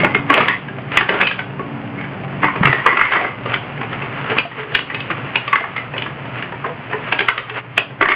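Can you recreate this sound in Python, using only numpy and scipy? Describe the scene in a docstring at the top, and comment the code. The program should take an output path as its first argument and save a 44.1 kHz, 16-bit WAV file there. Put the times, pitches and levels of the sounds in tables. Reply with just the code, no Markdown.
"""Dog among hanging bottles

A dog pushes through a row of empty plastic bottles hung on a metal rod, in a small room.
Thin shells knock (shaped noise plus one ringing mode), chatter on the rod (runs of taps into resonators)
and rub along the coat (hiss and ticks); the wooden base thumps (decaying sines). A low noise drone fills the room.
The narrow-band recorder overloads on the hardest knocks and turns itself down after them."""
import sys
import numpy as np
from scipy import signal
from scipy.fft import rfft, irfft
from scipy.io import wavfile
from scipy.ndimage import uniform_filter1d

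SR = 44100
rng = np.random.default_rng(int(sys.argv[2]) if len(sys.argv) > 2 else 0)


def pcm_store(signal):
    """Save signal as 16-bit PCM."""
    levels = np.round(np.clip(np.atleast_2d(signal), -1, 1) * 32767)
    wavfile.write(sys.argv[1], SR, levels.astype(np.int16).T)


N = 359415


def gain_of(db):
    """Decibels to amplitude."""
    return 10 ** (np.asarray(db) / 20)


def evened(x):
    """Scales to an rms of one."""
    return x / np.sqrt(np.mean(x ** 2) + 1e-20)


def read(points, hz, axis=1):
    """One column of a spectrum table, joined by lines over log frequency."""
    table = np.array(points)
    return np.interp(np.log(hz + 1), np.log(table[:, 0] + 1), table[:, axis])


def level(curve):
    """A (time [s], level [dB]) curve as a gain for every sample."""
    return gain_of(np.interp(np.arange(N) / SR, *np.transpose(curve)))


def add(mix, start_s, sound):
    """Lays a sound into the mix at start_s, trimmed to the mix."""
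    start = round(start_s * SR)
    sound = sound[max(-start, 0):]
    part = mix[max(start, 0):][:len(sound)]
    part += sound[:len(part)]


def coloured(x, points):
    """Filters x by a spectrum table, with zero phase."""
    hz = np.fft.rfftfreq(len(x), 1 / SR)
    return irfft(rfft(x) * gain_of(read(points, hz)), len(x))


def causal(x, db):
    """Filters x by a dB response at minimum phase, so it rings only after it is struck."""
    cepstrum = irfft(np.log(gain_of(db)))
    cepstrum[1:len(x) // 2] *= 2
    cepstrum[len(x) // 2 + 1:] = 0
    return irfft(rfft(x) * np.exp(rfft(cepstrum)))


def wander(per_s):
    """Slow random curve of unit rms, per_s corner points a second."""
    points = rng.standard_normal(int(N / SR * per_s) + 2)
    return evened(np.interp(np.arange(N) / SR * per_s, np.arange(len(points)), points))


# dull bumps on base or belly: (time [s], level [dB], frequency [Hz], decay to 1/e [s])
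BUMPS = [(0.0, -18.5, 148.5, 0.12), (0.033, -4, 598, 0.011), (0.199, -13, 138, .04),
         (0.304, -7.5, 292, .025), (0.378, -1, 620, 0.012), (2.436, -10, 297, 0.03),
         (2.611, -0.5, 182, .012), (2.652, -4.5, 140.6, 0.05), (2.696, -6.5, 133.3, 0.035),
         (4.315, -11.5, 443.5, .022), (4.452, -14.5, 690, 0.012), (4.58, -24, 430, 0.083),
         (5.11, -19.5, 330, .02), (6.7, -21, 488, 0.029), (6.941, -16.5, 428, 0.037),
         (7.51, -26.5, 430, 0.059), (8.009, -15, 299, 0.018)]


def thumps(rise_s=0.00063):
    """The wooden base or a bottle's belly answers a push with a few low cycles."""
    out, t = np.zeros(N), np.arange(SR // 2) / SR
    for start_s, db, hz, decay_s in BUMPS:
        envelope = (1 - np.exp(-t / rise_s)) * np.exp(-t / decay_s)
        add(out, start_s, gain_of(db) * envelope * np.sin(2 * np.pi * hz * t))
    return out


# coat rubbing on plastic, relative: (time [s], level [dB])
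RUB_LEVEL = [(0.0, -26), (0.2, -47), (0.38, -7.5), (0.58, -32), (0.85, -40), (1.18, -20), (1.45, -37.5),
             (2.4, -35), (2.65, -25), (3.13, -20), (3.35, -36), (4.3, -26.5), (4.5, -34.5), (5.4, -29.5),
             (5.8, -33.5), (6.9, -35.5), (7.27, -26.5), (7.6, -39.5)]
# relative rub spectrum: (frequency [Hz], density [dB per Hz])
RUB_SPECTRUM = [(100, -18.5), (400, 1.5), (800, -2), (1150, 3), (1600, 1), (2100, 0.5), (2700, -2.5),
                (3300, -9), (4000, -10)]
# short slides of a bottle along the dog: (time of peak [s], level [dB], half length to 1/e [s])
SLIDES = [(0.954, -20.5, 0.037), (2.427, -19.5, 0.0079), (3.53, -21, 0.057), (4.321, -20, 0.021),
          (4.378, -21.5, 0.034), (4.598, -23.5, 0.03), (5.114, -19.5, 0.0097), (6.394, -27, 0.057),
          (6.68, -43, 0.015), (7.086, -26, 0.016), (7.12, -20.5, 0.005), (7.577, -21, 0.025)]


def rub(rub_db=1, grains_per_s=220, grain_db=-5, spread_db=3, uneven_db=1):
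    """Hair hisses over the plastic, with small random ticks where it catches; a slide swells it."""
    t = np.arange(N) / SR
    tick_gain = gain_of(spread_db * np.minimum(rng.exponential(1, N), 4))
    ticks = (rng.random(N) < grains_per_s / SR) * tick_gain
    hiss = rng.standard_normal(N) * gain_of(uneven_db * wander(per_s=26))
    friction = coloured(hiss + gain_of(grain_db) * evened(ticks), RUB_SPECTRUM + [(6000, -40.0)])
    slides = sum(gain_of(db) * np.exp(-((t - peak_s) / half_s) ** 2) for peak_s, db, half_s in SLIDES)
    return np.hypot(gain_of(rub_db) * level(RUB_LEVEL), slides) * evened(friction)


# rumble and tones together: (time [s], level [dB])
DRONE_LEVEL = [(0.2, -20), (0.6, -29), (0.85, -29), (1.2, -30), (2.0, -26.5), (2.8, -26.5), (3.1, -33.5),
               (3.4, -27), (4.33, -28), (4.44, -35), (4.65, -33.5), (5.25, -27), (5.55, -35.5), (6.05, -29),
               (7.05, -30.5), (7.35, -41), (7.9, -32.5), (8.15, -37.5)]
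# relative rumble spectrum: (frequency [Hz], density [dB per Hz])
RUMBLE_SPECTRUM = [(15, -53.5), (30, -39.5), (57, -16), (88, -14), (112, 0), (138, 2.5), (185, -9),
                   (225, -8.5), (255, -7.5), (290, -10), (400, -14.5), (800, -15), (3000, -40.5)]
# faint tones before their fade: (mean frequency [Hz], level against the rumble [dB])
TONES = [(140, -11.5), (150, -14.5), (188, -9.5), (226, -12), (283, -10), (338, -24), (393, -17)]
# fall of the tones part way through: (time [s], level [dB])
TONE_FADE = [(2.5, 1.5), (3.2, -5)]
HUM_HZ, HUM_DB = 120.3, -40.5


def drone(rumble_db=0, tones_db=0, waver_db=4.0, drift_hz=1.2):
    """A low noise rumble with wavering, drifting tones in it, over a wavering mains hum."""
    sound = gain_of(rumble_db) * evened(coloured(rng.standard_normal(N), RUMBLE_SPECTRUM))
    fade = level(TONE_FADE)
    for hz, db in TONES:
        turns = np.cumsum(hz + drift_hz * wander(per_s=5)) / SR
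        tone = evened(np.sin(2 * np.pi * turns) * gain_of(waver_db * wander(per_s=4)))
        sound += gain_of(tones_db + db) * fade * tone
    hum = evened(np.sin(2 * np.pi * HUM_HZ * np.arange(N) / SR))
    return level(DRONE_LEVEL) * sound + gain_of(HUM_DB + waver_db * wander(per_s=6)) * hum


# NUDGE_DB is over the rub level curve, give or take up to NUDGE_SPREAD_DB
NUDGES_PER_S, NUDGE_DB, NUDGE_SPREAD_DB = 6, 12, 5.5
NUDGE_BOOM_DB, NUDGE_SNAP_DB = -10.5, -20.5
NUDGE_LOW_HZ, NUDGE_HIGH_HZ = 654.6, 2680


def nudges(count=120):
    """Knock rows for light touches at random times, their strength following the rubbing."""
    draws = rng.random((count, 3))
    times_s = np.cumsum(-np.log(1 - draws[:, 0])) / NUDGES_PER_S
    scatter_db = NUDGE_SPREAD_DB * (2 * draws[:, 1] - 1)
    levels_db = np.interp(times_s, *np.transpose(RUB_LEVEL)) + NUDGE_DB + scatter_db
    modes_hz = NUDGE_LOW_HZ * (NUDGE_HIGH_HZ / NUDGE_LOW_HZ) ** draws[:, 2]
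    return [(start_s, db, hz, NUDGE_BOOM_DB, NUDGE_SNAP_DB)
            for start_s, db, hz in zip(times_s, levels_db, modes_hz) if start_s < N / SR]


# bottles knocking together: (time [s], level before the crest allowance [dB], strongest shell mode [Hz],
# boom of the belly [dB], snap of the shoulder [dB])
CONTACTS = [(0.001, -7, 2110, -5, -12), (0.033, -9.5, 2180, -4, -19), (0.044, 0.5, 2167, -14, -21.5),
            (0.146, 1.5, 2100, -18.5, -22.5), (0.299, 3, 1110, -10.5, -20), (0.339, 1.5, 2623, -17, -10.5),
            (0.366, -5.5, 1143, -6, -17), (0.376, 0, 2530, -13.5, -11), (0.404, -0.5, 1224, -2, -20),
            (0.482, 2.5, 2030, -25, -15.5), (0.683, -19.5, 1660, -16, -19), (0.917, -13, 2570, -14, -19),
            (0.971, 4.5, 2520, -28.5, -13), (1.008, -1.5, 1540, -15.5, -16.5),
            (1.09, 1.5, 1566, -14, -15.5), (1.12, -7, 1566, -17, -39), (1.204, -6.5, 1704, -19.5, -22),
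            (1.211, 0.5, 2500, -30, -18.5), (1.228, -7, 2620, -29, -20), (1.271, 0.5, 2390, -27.5, -7),
            (1.311, -7.5, 1630, -21.5, -13.5), (1.39, -9, 1524, -16, -18.5), (1.593, -17, 1107, 0, -31),
            (2.009, -20.5, 2200, -23, -21), (2.43, -5, 2110, -14.5, -29), (2.441, -2, 1990, -9, -26),
            (2.481, -7, 1054, -28, -28.5), (2.554, -15, 1210, -18, -42), (2.631, 0, 1256, -14, -27),
            (2.653, 3, 1244, -25, -20.5), (2.669, 0.5, 1486, -14.5, -28), (2.727, 0, 1864, -22, -16),
            (2.861, 4.5, 1159, -17, -24), (2.871, -1.5, 1950, -23, -22), (2.889, -5.5, 2120, -22.5, -24),
            (2.926, -4, 1094, -9, -27), (2.969, 1.5, 1394, -24.5, -25), (2.991, -2.5, 2010, -19, -23),
            (3.011, 2.5, 1945, -45, -25), (3.052, -7, 2026, -29, -23), (3.119, -1.5, 1533, -23, -22.5),
            (3.133, -1.5, 1084, -30, -26), (3.156, -3.5, 1213, -28, -28), (3.245, -8, 2000, -15.5, -43),
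            (3.458, -12.5, 1196, -4, -13.5), (3.539, -4.5, 2023, -36, -11.5), (4.297, -11.5, 1590, -3, -13),
            (4.365, -12, 1140, -1, -29), (4.383, 0, 2404, -34, -8), (4.749, 2.5, 1820, -17.5, -8),
            (4.789, -7, 2700, -14, -11.5), (4.899, -14, 1960, -22, -23), (4.945, -8, 2530, -14.5, -10.5),
            (5.003, -12, 2600, -32, 0), (5.101, -12.5, 1184, -17, -17.5), (5.356, -1.5, 2450, -23.5, -10.5),
            (5.477, -9, 1167, -19, -8.5), (5.529, -2.5, 1110, -27, -25), (5.555, -1.5, 2020, -51.5, -20.5),
            (5.639, -12, 1134, -28, -36), (5.763, -10.5, 2100, -20, -19.5), (5.979, -10, 2990, -15, -3),
            (6.02, -12.5, 2860, -17, -10), (6.06, -16.5, 1680, -19, -24), (6.423, -14, 1740, -34, -14.5),
            (6.642, -13.5, 1083, -12.5, -51), (6.93, -9.5, 1810, -20, -26.5),
            (7.123, -2.5, 1630, -15.5, -12), (7.19, -1.5, 1605, -13.5, -3.5), (7.205, -3, 2410, -18, -17.5),
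            (7.284, 2.5, 1518, -37, -20), (7.377, -5.5, 1223, -15.5, -13.5),
            (7.496, -14.5, 2660, -27.5, -12), (7.777, 1.5, 2517, -21, -11), (8.01, -2, 1394, -11, -25),
            (8.025, -2, 1520, -24, -16.5), (8.055, -2.5, 1126, -25, -24), (8.086, -2, 2000, -15, -19),
            (8.116, -2, 1926, -30, -21)]
# contact length at middling snap; shell mode level and cycles to 1/e
CONTACT_S, RING_DB, RING_CYCLES = 0.0068, 2, 11
# soft build-up before the knock: level against the knock, time to 1/e
LEAD_IN_DB, LEAD_IN_S = -13.5, 0.0065
# dB lost in length and in hollowness per dB of snap over the middling snap
MID_SNAP_DB, BRIEF_PER_SNAP, THIN_PER_SNAP = -17, 0.18, .3


def knocks(wall_db=-11, hollow_db=-12, rise_s=0.0014, flutter_db=-8, belly_share=0.34, flutter_s=.02,
           crinkle_db=4, crest_db=6, steadiness=0.75, size=8192):
    """Each contact is a brief crunch of the thin wall, which crinkles on while one shell mode rings out."""
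    before_s = size // 8 / SR  # room for the soft build-up
    out, hz = np.zeros(N), np.fft.rfftfreq(size, 1 / SR)
    clock = np.arange(size) / SR - before_s
    t = np.maximum(clock, 0)
    onset = 1 - np.exp(-t / rise_s)
    lead_in = gain_of(LEAD_IN_DB) * np.exp(-abs(clock) / LEAD_IN_S) * (1 - onset)
    for start_s, db, mode_hz, boom_db, snap_db in list(CONTACTS) + nudges():
        grit, buckle = rng.standard_normal((2, size))
        # a blow on the belly booms; one on the stiff shoulder snaps, briefer and less hollow
        hardness_db = snap_db - MID_SNAP_DB
        length_s = CONTACT_S * gain_of(-BRIEF_PER_SNAP * hardness_db)
        press = onset * np.exp(-((t / length_s) ** 2) ** 2)
        wall = read([(40, boom_db - 40), (110, boom_db - 11), (220, boom_db - 2), (550, boom_db + 0.5),
                     (1100, hollow_db - THIN_PER_SNAP * hardness_db), (2000, wall_db),
                     (2900, snap_db + 0.74), (3800, snap_db - 1.5), (5000, snap_db - 18)], hz)
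        shell = signal.hilbert(evened(irfft(rfft(grit) * gain_of(wall))))
        # while pressed, the wall swings at a nearly steady height
        pressed = evened(shell.real / (abs(shell) + 0.16) ** steadiness)
        # released, it springs back in uneven jerks, the more so after a booming blow
        jerks = evened(gain_of(crinkle_db * evened(uniform_filter1d(buckle, size=80))))
        release = (1 - np.exp(-t / length_s)) * np.exp(-t / flutter_s)
        flutter = gain_of(flutter_db + belly_share * boom_db) * jerks * release
        ring_decay = np.exp(-t * mode_hz / RING_CYCLES)
        ring = gain_of(RING_DB) * onset * ring_decay * np.sin(2 * np.pi * mode_hz * t)
        knock = pressed * press / press.max() + shell.real * (lead_in + flutter) + ring
        add(out, start_s - before_s, gain_of(db - crest_db) * knock)
    return out


# whole-bottle modes at tuning 1: (frequency [Hz], width [Hz], level [dB])
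BOTTLE_MODES = [(426, 14, -2), (810, 51, -20.5), (1142, 43, 6.5), (1640, 39, -2.5), (1990, 37, -3),
                (2065, 28, 6.5), (2390, 92, -15.5), (2570, 41, -27)]


def bottle(x, upper_db=0, tuning=1, split_hz=1750):
    """A whole bottle driven by x: parallel resonators, those above split_hz offset by upper_db."""
    out = 0
    for hz, width_hz, db in BOTTLE_MODES:
        mode = signal.lfilter(*signal.iirpeak(hz * tuning, hz / width_hz, SR), x)
        out = out + gain_of(db + upper_db * (hz > split_hz)) * mode
    return out


# TUNING_STEP: ratio offset between neighbours
TUNING_STEP, SWAPS_PER_S = 0.037, 60


def bottle_row(x, upper_db=0, tuning=1, count=3):
    """Differently tuned neighbours take the drive x in random turns, so the ring keeps shifting."""
    turn = (np.arange(len(x)) / SR * SWAPS_PER_S).astype(int)
    touched = rng.integers(count, size=N // 100)[turn]
    out = 0
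    for k in range(count):
        detune = 1 + TUNING_STEP * (k - (count - 1) / 2)
        out = out + bottle(x * (touched == k), upper_db, tuning * detune)
    return out


# bottle chattering on the rod: (time [s], level [dB], length to 1/e [s],
# upper modes against lower [dB], tuning [ratio])
CHATTERS = [(0.01, -22, 0.24, 2, 1.02), (0.32, -14, 0.14, -1, 1.04), (0.487, -12, 0.061, 24, .98),
            (0.97, -21.5, 0.022, 21, .96), (1.212, -14, 0.085, 21, 1.2), (1.978, -30.5, .07, 21.5, 1.05),
            (2.443, -17, 0.051, 15.5, 1.04), (2.682, -12.5, 0.12, 12, .94), (2.89, -11, 0.054, 31, 1),
            (2.997, -14.5, 0.16, 40, 1.03), (3.115, -16.5, 0.15, 4, .99), (5.529, -17, 0.021, 2.5, 1.0),
            (5.56, -20.5, 0.078, 8, 1.02), (5.766, -19, 0.033, 18, 1.01), (6.647, -28.5, 0.038, -13.5, .95),
            (8.088, -11.5, 0.062, 15, 1.03)]


def rattles(taps_per_s=150, spread_db=3, click_db=-14, size=22050):
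    """A bottle bounces on the rod in a quick, uneven, dying run of taps."""
    out, t = np.zeros(N), np.arange(size) / SR
    click_spectrum = [(100, -13), (500, -10.5), (3000, -16), (6000, -35.5)]
    for start_s, db, length_s, upper_db, tuning in CHATTERS:
        gaps, force = rng.uniform(.3, 1.7, 100), rng.standard_normal(100)
        at = ((np.cumsum(gaps) - gaps[0]) / taps_per_s * SR).astype(int)
        strength = np.sign(force) * gain_of(spread_db * abs(force))
        taps = np.bincount(at, strength, size)[:size] * np.exp(-(t / length_s) ** 2)
        clicks = gain_of(click_db) * coloured(taps, click_spectrum)
        ring = bottle_row(taps, upper_db, tuning) + clicks
        # set the energy by level and length
        add(out, start_s, gain_of(db) * ring * np.sqrt(length_s * SR / np.sum(ring ** 2) / 2))
    return out


# reverberation: (frequency [Hz], t60 [s], level [dB])
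REVERB = [(150, 0.38, -0.5), (430, 0.16, 6.5), (1140, 0.36, -4.5), (2100, 0.12, -3), (3200, 0.32, -4.5)]


def room(x, first_s=.005, size=256):
    """Dense reflections from near walls; two noise tails crossfade as the bottles swing."""
    out, swing = np.zeros(N), np.arange(N) / SR * 2 * np.pi  # one turn a second
    for weight in (np.cos(swing), np.sin(swing)):
        hz, t, z = signal.stft(rng.standard_normal(SR), SR, nperseg=size)
        t60_s = read(REVERB, hz)[:, None]
        decay = np.exp(-np.log(1000) * t / t60_s)
        unit_energy = np.sqrt(2 * np.log(1000) / (t60_s * SR))
        z *= gain_of(read(REVERB, hz, axis=2)[:, None]) * decay * unit_energy
        tail = np.r_[np.zeros(int(first_s * SR)), signal.istft(z, SR, nperseg=size)[1]]
        out += signal.fftconvolve(x * weight, tail)[:N]
    return out


def scene(ring_db=-10, rattle_wet_db=-4):
    """Knocks set the bottles ringing, and the room answers knocks and chatter."""
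    hits, chatter = knocks(), rattles()
    hits = hits + gain_of(ring_db) * bottle_row(hits)
    reverb = room(hits + gain_of(rattle_wet_db) * chatter)
    return (hits + chatter + thumps() + reverb + rub() + drone())[None]


# DUCK_SHARE: part of the excess over the threshold taken off
DUCK_ABOVE_DB, DUCK_SHARE, DUCK_ATTACK_S, RECOVER_DB_PER_S = -15.5, 0.43, 0.041, 25


def gain_control(x, size=220):
    """Turns down just after a loud knock and creeps back up, so the background sinks behind each clatter."""
    power = signal.lfilter(np.ones(size) / size, 1, x[0] ** 2)
    excess_db = np.maximum(10 * np.log10(power + 1e-12) - DUCK_ABOVE_DB, 0)
    recovery_db = np.arange(N) / SR * RECOVER_DB_PER_S
    # running maximum on a rising ramp: instant hold, linear recovery
    cut_db = np.maximum.accumulate(DUCK_SHARE * excess_db + recovery_db) - recovery_db
    lag = np.exp(-1 / (DUCK_ATTACK_S * SR))
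    return x * gain_of(-signal.lfilter([1 - lag], [1, -lag], cut_db))


# recorder's voice band: (frequency [Hz], response [dB])
VOICE_RESPONSE = [(20, -5), (3000, 0.5), (3400, -4.5), (3700, -13.5), (4100, -19.5), (4500, -12.5),
                  (4900, -12.5), (5400, -39), (7000, -80.5)]
EDGE_HZ = 16000


def record(dry, overload=0.99, size=2048):
    """Slow gain control, input overload, narrow voice band, full-scale clipping, then the band limit."""
    squeezed = np.clip(gain_control(dry), -overload, overload)
    response_db = read(VOICE_RESPONSE, np.fft.rfftfreq(size, 1 / SR))
    band = causal(signal.unit_impulse(size), response_db)
    clipped = np.clip(signal.oaconvolve(squeezed, band[None])[:, :N], -1, 1)
    band_limit = signal.firwin(255, EDGE_HZ, window=("kaiser", 9), fs=SR)
    return signal.oaconvolve(clipped, band_limit[None], "same")


dry = scene()
out = record(dry)
pcm_store(out)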